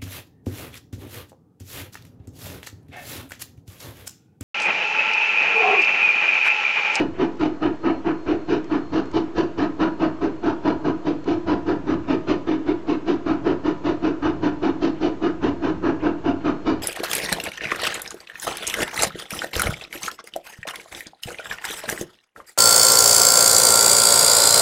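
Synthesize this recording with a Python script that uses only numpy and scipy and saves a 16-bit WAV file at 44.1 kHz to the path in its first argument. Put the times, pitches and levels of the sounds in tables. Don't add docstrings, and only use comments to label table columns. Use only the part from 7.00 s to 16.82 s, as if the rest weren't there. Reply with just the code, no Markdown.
import sys
import numpy as np
from scipy import signal
from scipy.fft import rfft, irfft, next_fast_len
from scipy.io import wavfile
from scipy.ndimage import uniform_filter1d

SR = 44100
rng = np.random.default_rng(int(sys.argv[2]) if len(sys.argv) > 2 else 0)


def volts(x):
    e = np.asarray(x, float) / 20
    return 10 ** e


def transcribe(signal):
    frames = np.atleast_2d(signal).T
    limited = np.clip(frames, -1, 1)
    pcm = np.round(limited * 32767).astype(np.int16)
    wavfile.write(sys.argv[1], SR, pcm)


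N = 433062

# start_s, roar_db, dryness_db, valve_open_s
EXHAUST_BEATS = [(-0.015, -26, -17, .045), (.402, -28.5, -17.5, 0.079), (.842, -27.5, -27, 0.091),
                 (1.271, -30, -21, 0.085), (1.707, -30.5, -19.5, 0.088), (2.141, -28, -11.5, 0.062),
                 (2.583, -27.5, -17, 0.084), (3.004, -26, -22, 0.073), (3.436, -28.5, -21, .1),
                 (3.85, -26.5, -23.5, 0.06), (4.269, -30.5, -16.5, 0.097), (4.672, -28.5, -20, 0.074),
                 (5.086, -27.5, -17.5, 0.073), (5.474, -32, -15, 0.093), (5.88, -30.5, -16, 0.08),
                 (6.264, -29, -19.5, .085), (6.649, -29, -18, .068), (7.031, -28.5, -19.5, 0.079),
                 (7.429, -27.5, -17.5, 0.068), (7.819, -29, -11.5, 0.078), (8.224, -29, -18.5, 0.077),
                 (8.627, -30, -18.5, 0.097), (9.03, -28, -25.5, 0.081), (9.449, -27.5, -20.5, 0.074),
                 (0.193, -27.5, -19, 0.065), (.621, -27, -22.5, 0.066), (1.055, -29, -27.5, 0.07),
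               (1.489, -29, -16.5, 0.097), (1.93, -29, -15.5, 0.09), (2.364, -26.5, -14.5, 0.065),
               (2.8, -25, -20, 0.073), (3.216, -29.5, -21, 0.066), (3.649, -25.5, -21, 0.08),
               (4.06, -28.5, -16, 0.053), (4.475, -26.5, -19, 0.081), (4.873, -31, -18.5, 0.09),
               (5.282, -26, -13.5, 0.057), (5.67, -31, -16.5, 0.06), (6.071, -29.5, -13.5, 0.075),
               (6.452, -28, -21, 0.085), (6.849, -28.5, -16, 0.08), (7.229, -28, -19.5, 0.085),
               (7.627, -28, -17.5, 0.086), (8.015, -29, -13, 0.079), (8.426, -29, -17.5, 0.088),
               (8.834, -28, -24.5, 0.097), (9.25, -27.5, -24.5, 0.079), (9.663, -27, -14.5, 0.073)]
STROKES = sorted(EXHAUST_BEATS)
USUAL_ROAR_DB, USUAL_DRY_DB, USUAL_OPEN_S = -28.7, -18, .078

# low_hz, high_hz, lag_s, rise_s, fall_db_per_s (after the valve shuts)
THUD = (25, 230, -.002, .018, 125)
BOOM = (236, 433, 0.0044, 0.023, 213)
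ROAR = (433.5, 1684, 0.0019, 0.023, 283)
RASP = (1790, 2916, 0.0037, 0.018, 374)
HISS = (3345, 11000, 0.0015, 0.02, 400)
THUD_DB = -7
BOOM_DB, BOOM_HOLDS = 8.5, 0.87
BOOM_SAG_DB_PER_S = 30
RASP_DB, RASP_FOLLOWS = -12.5, .35

# frequency_hz, density_db (per Hz)
JET_COLOUR = [(25, -36), (60, -27.5), (125, -27), (230, -18), (310, -2), (400, -10), (560, -26.5),
              (800, -25.5), (1750, -29.5), (2050, -39), (3050, -34), (3300, -43.5), (5500, -55.5),
              (6400, -63), (7600, -70.5), (9000, -88.5)]
# frequency_hz, width_hz, gain_db (over the jet)
RESONANCES = [(48, 20, -0.5), (95.2, 12, 12.5), (151.8, 15, 9), (195, 24, 8), (272, 25, 3.5), (323, 91, 4),
              (540, 13, 1.5), (636.5, 64, 6.5), (698.4, 33, 11), (877, 18, 7), (984, 60, 7),
              (1276, 48, 6.5), (1540, 71, 2.5), (1770, 150, 1.5), (2347, 53, 6), (2918, 75, 5),
              (3630, 130, 3.5), (4216, 130, 4), (4720, 150, 3), (6020, 200, 8), (6940, 330, 5.5)]
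# time_s, bend (unitless)
AIR_BEND = [(0, -1.9), (.5, -0.75), (1.5, -1.3), (2, 0.8), (2.7, -.2), (3.2, 1.1), (3.85, 2), (4.2, 0.43),
            (4.7, 1.4), (5.2, -1.5), (5.8, -1.4), (6.3, .2), (6.9, -0.18), (7.9, 0.27), (8.4, -0.94),
            (8.9, 0.81), (9.82, -.2)]
# frequency_hz, lift_db (per unit of bend)
BEND_COLOUR = [(240, 0.14), (310, 0), (420, -0.5), (700, 0.24), (1400, 0.45), (1900, -1.6), (2600, -2),
               (3800, -0.04)]
# frequency_hz, lift_db (per dB of lost dryness)
DAMP_COLOUR = [(280, -0.05), (450, 0), (800, 0.03), (1400, 0.14), (2200, 0.33)]

# frequency_hz, density_db (per Hz)
RUMBLE_COLOUR = [(15, -32.5), (25, -8.5), (49, -23), (127, -19.5), (221, -15.5), (319, -6), (565, -13.5),
                 (679, -14.5), (779, -22), (980, -16), (2040, -28.5), (2880, -31.5), (6000, -48),
                 (7800, -81.5), (13200, -120)]
RUMBLE_DB = -42.5
# peak_s, peak_db
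WHEEL_SURGES = [(.11, -39), (1.94, -36), (2.76, -46.5), (4.51, -33), (4.92, -29), (6.4, -38), (6.86, -45),
                (7.44, -30), (8.48, -31.5), (8.78, -35.5), (9.78, -40)]
ROLL_DB, ROLL_DB_PER_S, SURGE_S = -51.5, 1.3, .12
# start_s, length_s, level_db
CRICKET_BOUTS = [(.05, .33, -71), (.42, 0.39, -71), (.8, 0.217, -61), (1.069, 0.54, -66), (1.65, .48, -64),
                 (2.723, .85, -70), (3.601, 0.43, -70), (4.002, .48, -70), (6.545, 0.55, -71),
                 (7.3, 0.86, -72), (8.5, 0.18, -70), (8.7, .52, -73.5), (9.354, .5, -67)]
CHORUS_DB, BOUT_EDGE_S = -83, 0.032
# pitch_hz, level_db (rms)
WHINE_TONES = [(6223, -87), (6667, -81)]
# frequency_hz, t60_s
ECHO_DECAY = [(60, 0.27), (300, 0.47), (1000, 0.41), (3000, 0.3), (8000, 0.28)]
# start_s, peak_db, ring_hz
CAMERA_TICKS = [(0.1525, -56.5, 2080), (0.3252, -47.5, 2100), (0.3562, -46, 2050), (0.372, -44.5, 2260),
                (0.397, -38.5, 2480), (1.6435, -40.5, 2000), (2.0563, -40, 2100), (2.0728, -46.5, 4250),
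                (2.1144, -36.5, 2090), (4.2425, -40.5, 2170), (9.798, -45, 2050)]
# centre_s, level_db, length_s
STEAM_LEAKS = [
    (0.165, -49, 0.053),
    (1.66, -56, 0.034),
    (5.05, -58.5, 0.033),
    (6.39, -59, 0.04),
    (7.974, -52, 0.05),
    (9.015, -46.5, 0.04),
    (9.42, -52, 0.035),
    (9.802, -53, .03),
]
PUSH_DB, PUSH_S = -36, .005

# frequency_hz, density_db (per Hz)
STATIC_COLOUR = [(100, 3.5), (4000, 0), (6400, 0), (7400, -1.5), (8100, -9), (8450, -12), (8800, -31.5),
                 (9200, -51)]
STATIC_DB = -63.5
OFFSET, CEILING = .0173, .306


def evened(x):
    return x / np.sqrt(np.mean(x ** 2) + 1e-20)


def read(points, hz):
    f, value = np.transpose(points)
    return np.interp(np.log(hz + 1), np.log(f + 1), value)


def coloured(x, gain):
    size = next_fast_len(len(x))
    hz = np.fft.rfftfreq(size, 1 / SR) + 1
    return irfft(rfft(x, size) * gain(hz), size)[:len(x)]


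def band(x, low_hz, high_hz):
    return coloured(x, lambda hz: 1 / (1 + (low_hz / hz) ** 16) / (1 + (hz / high_hz) ** 16))


def patchy(patchy_db, wide, long):
    a, b, patches = rng.standard_normal((N // 256 + 5, 513, 3)).T
    patches = uniform_filter1d(patches, wide, 0)
    patches = evened(uniform_filter1d(patches, long, 1))
    spectrum = (a + 1j * b) * volts(patchy_db * patches)
    return signal.istft(spectrum, nperseg=1024, noverlap=768)[1][:N]


def steadied(x, span):
    power = uniform_filter1d(uniform_filter1d(x ** 2, size=span), size=span)
    return x / np.sqrt(power)


def whistle(hz, width):
    r = np.exp(-np.pi * width / SR)
    noise = rng.standard_normal(N) + 1j * rng.standard_normal(N)
    slow = signal.lfilter([1], [1, -2 * r, r * r], noise)
    return evened((slow * np.exp(2j * np.pi * hz * np.arange(N) / SR)).real)


def pressure(level_db, lag, rise, fall_db):
    lead = 2000
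    t = np.arange(-lead, 16000) / SR
    out = np.zeros(N + 40000)
    swell = 1 / (1 + np.exp(-(t - lag) / (0.27 * rise + 0.00091)))
    swell *= np.clip((t - t[0]) / .01, 0, 1)
    for (s, *_, open_s), db in zip(STROKES, level_db):
        over = np.logaddexp(0, (t - 0.71 * open_s) / 0.01) * .012
        start = round(s * SR) + lead
        out[start:start + len(t)] += swell * volts(db + 2.0 - fall_db * over)
    return out[2 * lead:][:N]


def shimmer(x):
    hz, t, z = signal.stft(x, SR, nperseg=1024, noverlap=512)
    s, _, dry_db, _ = np.transpose(STROKES)
    damp_db = USUAL_DRY_DB - np.interp(t, s + .04, dry_db)
    bend = np.interp(t, *np.transpose(AIR_BEND))
    lift_db = np.outer(read(BEND_COLOUR, hz), bend) + np.outer(read(DAMP_COLOUR, hz), damp_db)
    return signal.istft(z * volts(lift_db), nperseg=1024, noverlap=512)[1][:N]


def exhaust():
    def chimney_gain(hz):
        rings_db = sum(db / (1 + (2 * (hz - f) / width) ** 2) for f, width, db in RESONANCES)
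        return volts(read(JET_COLOUR, hz) + rings_db)

    jet = coloured(patchy(2.73, wide=3, long=16), chimney_gain)
    flutter = evened(band(rng.standard_normal(N), 11, 54))
    gusts = volts(0.86 * flutter)
    _, roar_db, hiss_db, open_s = np.transpose(STROKES)
    boom_db = BOOM_DB - BOOM_HOLDS * (roar_db - USUAL_ROAR_DB)
    boom_db = boom_db - BOOM_SAG_DB_PER_S * (open_s - USUAL_OPEN_S)
    rasp_db = RASP_DB + RASP_FOLLOWS * (hiss_db - USUAL_DRY_DB)
    parts = zip((THUD, BOOM, ROAR, RASP, HISS), (THUD_DB, boom_db, 0, rasp_db, hiss_db))
    beats = np.zeros(N)
    for (low_hz, high_hz, *shape), db in parts:
        beats += steadied(band(jet, low_hz, high_hz), span=1500) * pressure(roar_db + db, *shape)
    return shimmer(gusts * beats)


def rumble():
    noise = patchy(1.6, wide=13, long=8)
    return volts(RUMBLE_DB) * evened(coloured(noise, lambda hz: volts(read(RUMBLE_COLOUR, hz))))


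def wheels():
    t = np.arange(N) / SR
    roll = evened(band(rng.standard_normal(N), 49, 210))
    surges = sum(volts(db) * np.exp(-abs(t - s) / SURGE_S) for s, db in WHEEL_SURGES)
    return volts(-6.5) * (volts(ROLL_DB + ROLL_DB_PER_S * t) + surges) * roll


def crickets():
    t = np.arange(N) / SR
    song = np.full(N, volts(CHORUS_DB))
    for s, length, db in CRICKET_BOUTS:
        song += volts(db) * np.clip(np.minimum(t - s, s + length - t) / BOUT_EDGE_S, 0, 1)
    return volts(0.5) * song * steadied(whistle(4247, width=25), span=600)


def camera_whine():
    return sum(volts(db) * whistle(hz, width=4.) for hz, db in WHINE_TONES)


def hills(x):
    taps = np.zeros((2, SR // 2))
    at = np.arange(1300, SR // 2 - 20, 20)
    places = at + rng.integers(0, 20, (2, len(at)))
    np.put_along_axis(taps, places, rng.choice([-1., 1.], (2, len(at))), 1)
    hz, t, z = signal.stft(taps, SR, nperseg=256)
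    t60_s = np.maximum(read(ECHO_DECAY, hz), .05)[:, None]
    tails = signal.istft(z * volts(-60 * t / t60_s), SR, nperseg=256)[1]
    turn = 2 * np.pi * .9 * np.arange(N) / SR
    fed = x * np.array([np.cos(turn), np.sin(turn)])
    return signal.oaconvolve(fed, tails / np.linalg.norm(tails[0]), axes=1).sum(0)[:N]


def camera_ticks():
    out = np.zeros(N)
    t = np.arange(600) / SR
    for s, db, hz in CAMERA_TICKS:
        snap = rng.standard_normal(len(t))
        tick = volts(db - 60 * t / .022) * (.7 * snap + .5 * np.sin(2 * np.pi * hz * t))
        out[round(s * SR):][:len(t)] += tick
    return out


def wisps():
    t = np.arange(N) / SR
    flow = sum(volts(db) * np.exp(-((t - s) / (.5 * length)) ** 4) for s, db, length in STEAM_LEAKS)
    return flow * evened(band(rng.standard_normal(N), 1200, 3200))


def pushes():
    u = np.arange(-1500, 1501) / SR / PUSH_S
    starts = np.zeros(N)
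    for s, roar_db, *_ in STROKES[1:]:
        starts[round((s + .003) * SR)] = volts(PUSH_DB + .4 * (roar_db + 26.5))
    return signal.oaconvolve(starts, (u ** 2 - 1) * np.exp(-u ** 2 / 2), "same")


def scene():
    beats = exhaust()
    train = beats + rumble() + wheels() + wisps() + pushes()
    surroundings = crickets() + camera_whine() + volts(-14.0) * hills(beats) + camera_ticks()
    return (train + surroundings)[None]


def low_pass(x):
    return signal.sosfilt(signal.butter(12, 8460, fs=SR, output="sos"), x)


def record(dry):
    saturated = dry[0] / (1 + (dry[0] / CEILING) ** 12) ** (1 / 12)
    limited = coloured(saturated, lambda hz: 1 / (1 + (hz / 7700) ** 12))
    noise = coloured(rng.standard_normal(N), lambda hz: volts(read(STATIC_COLOUR, hz)))
    static = volts(STATIC_DB) * evened(noise)
    return low_pass((limited + static + OFFSET)[None])


dry = scene()
out = record(dry)
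transcribe(out)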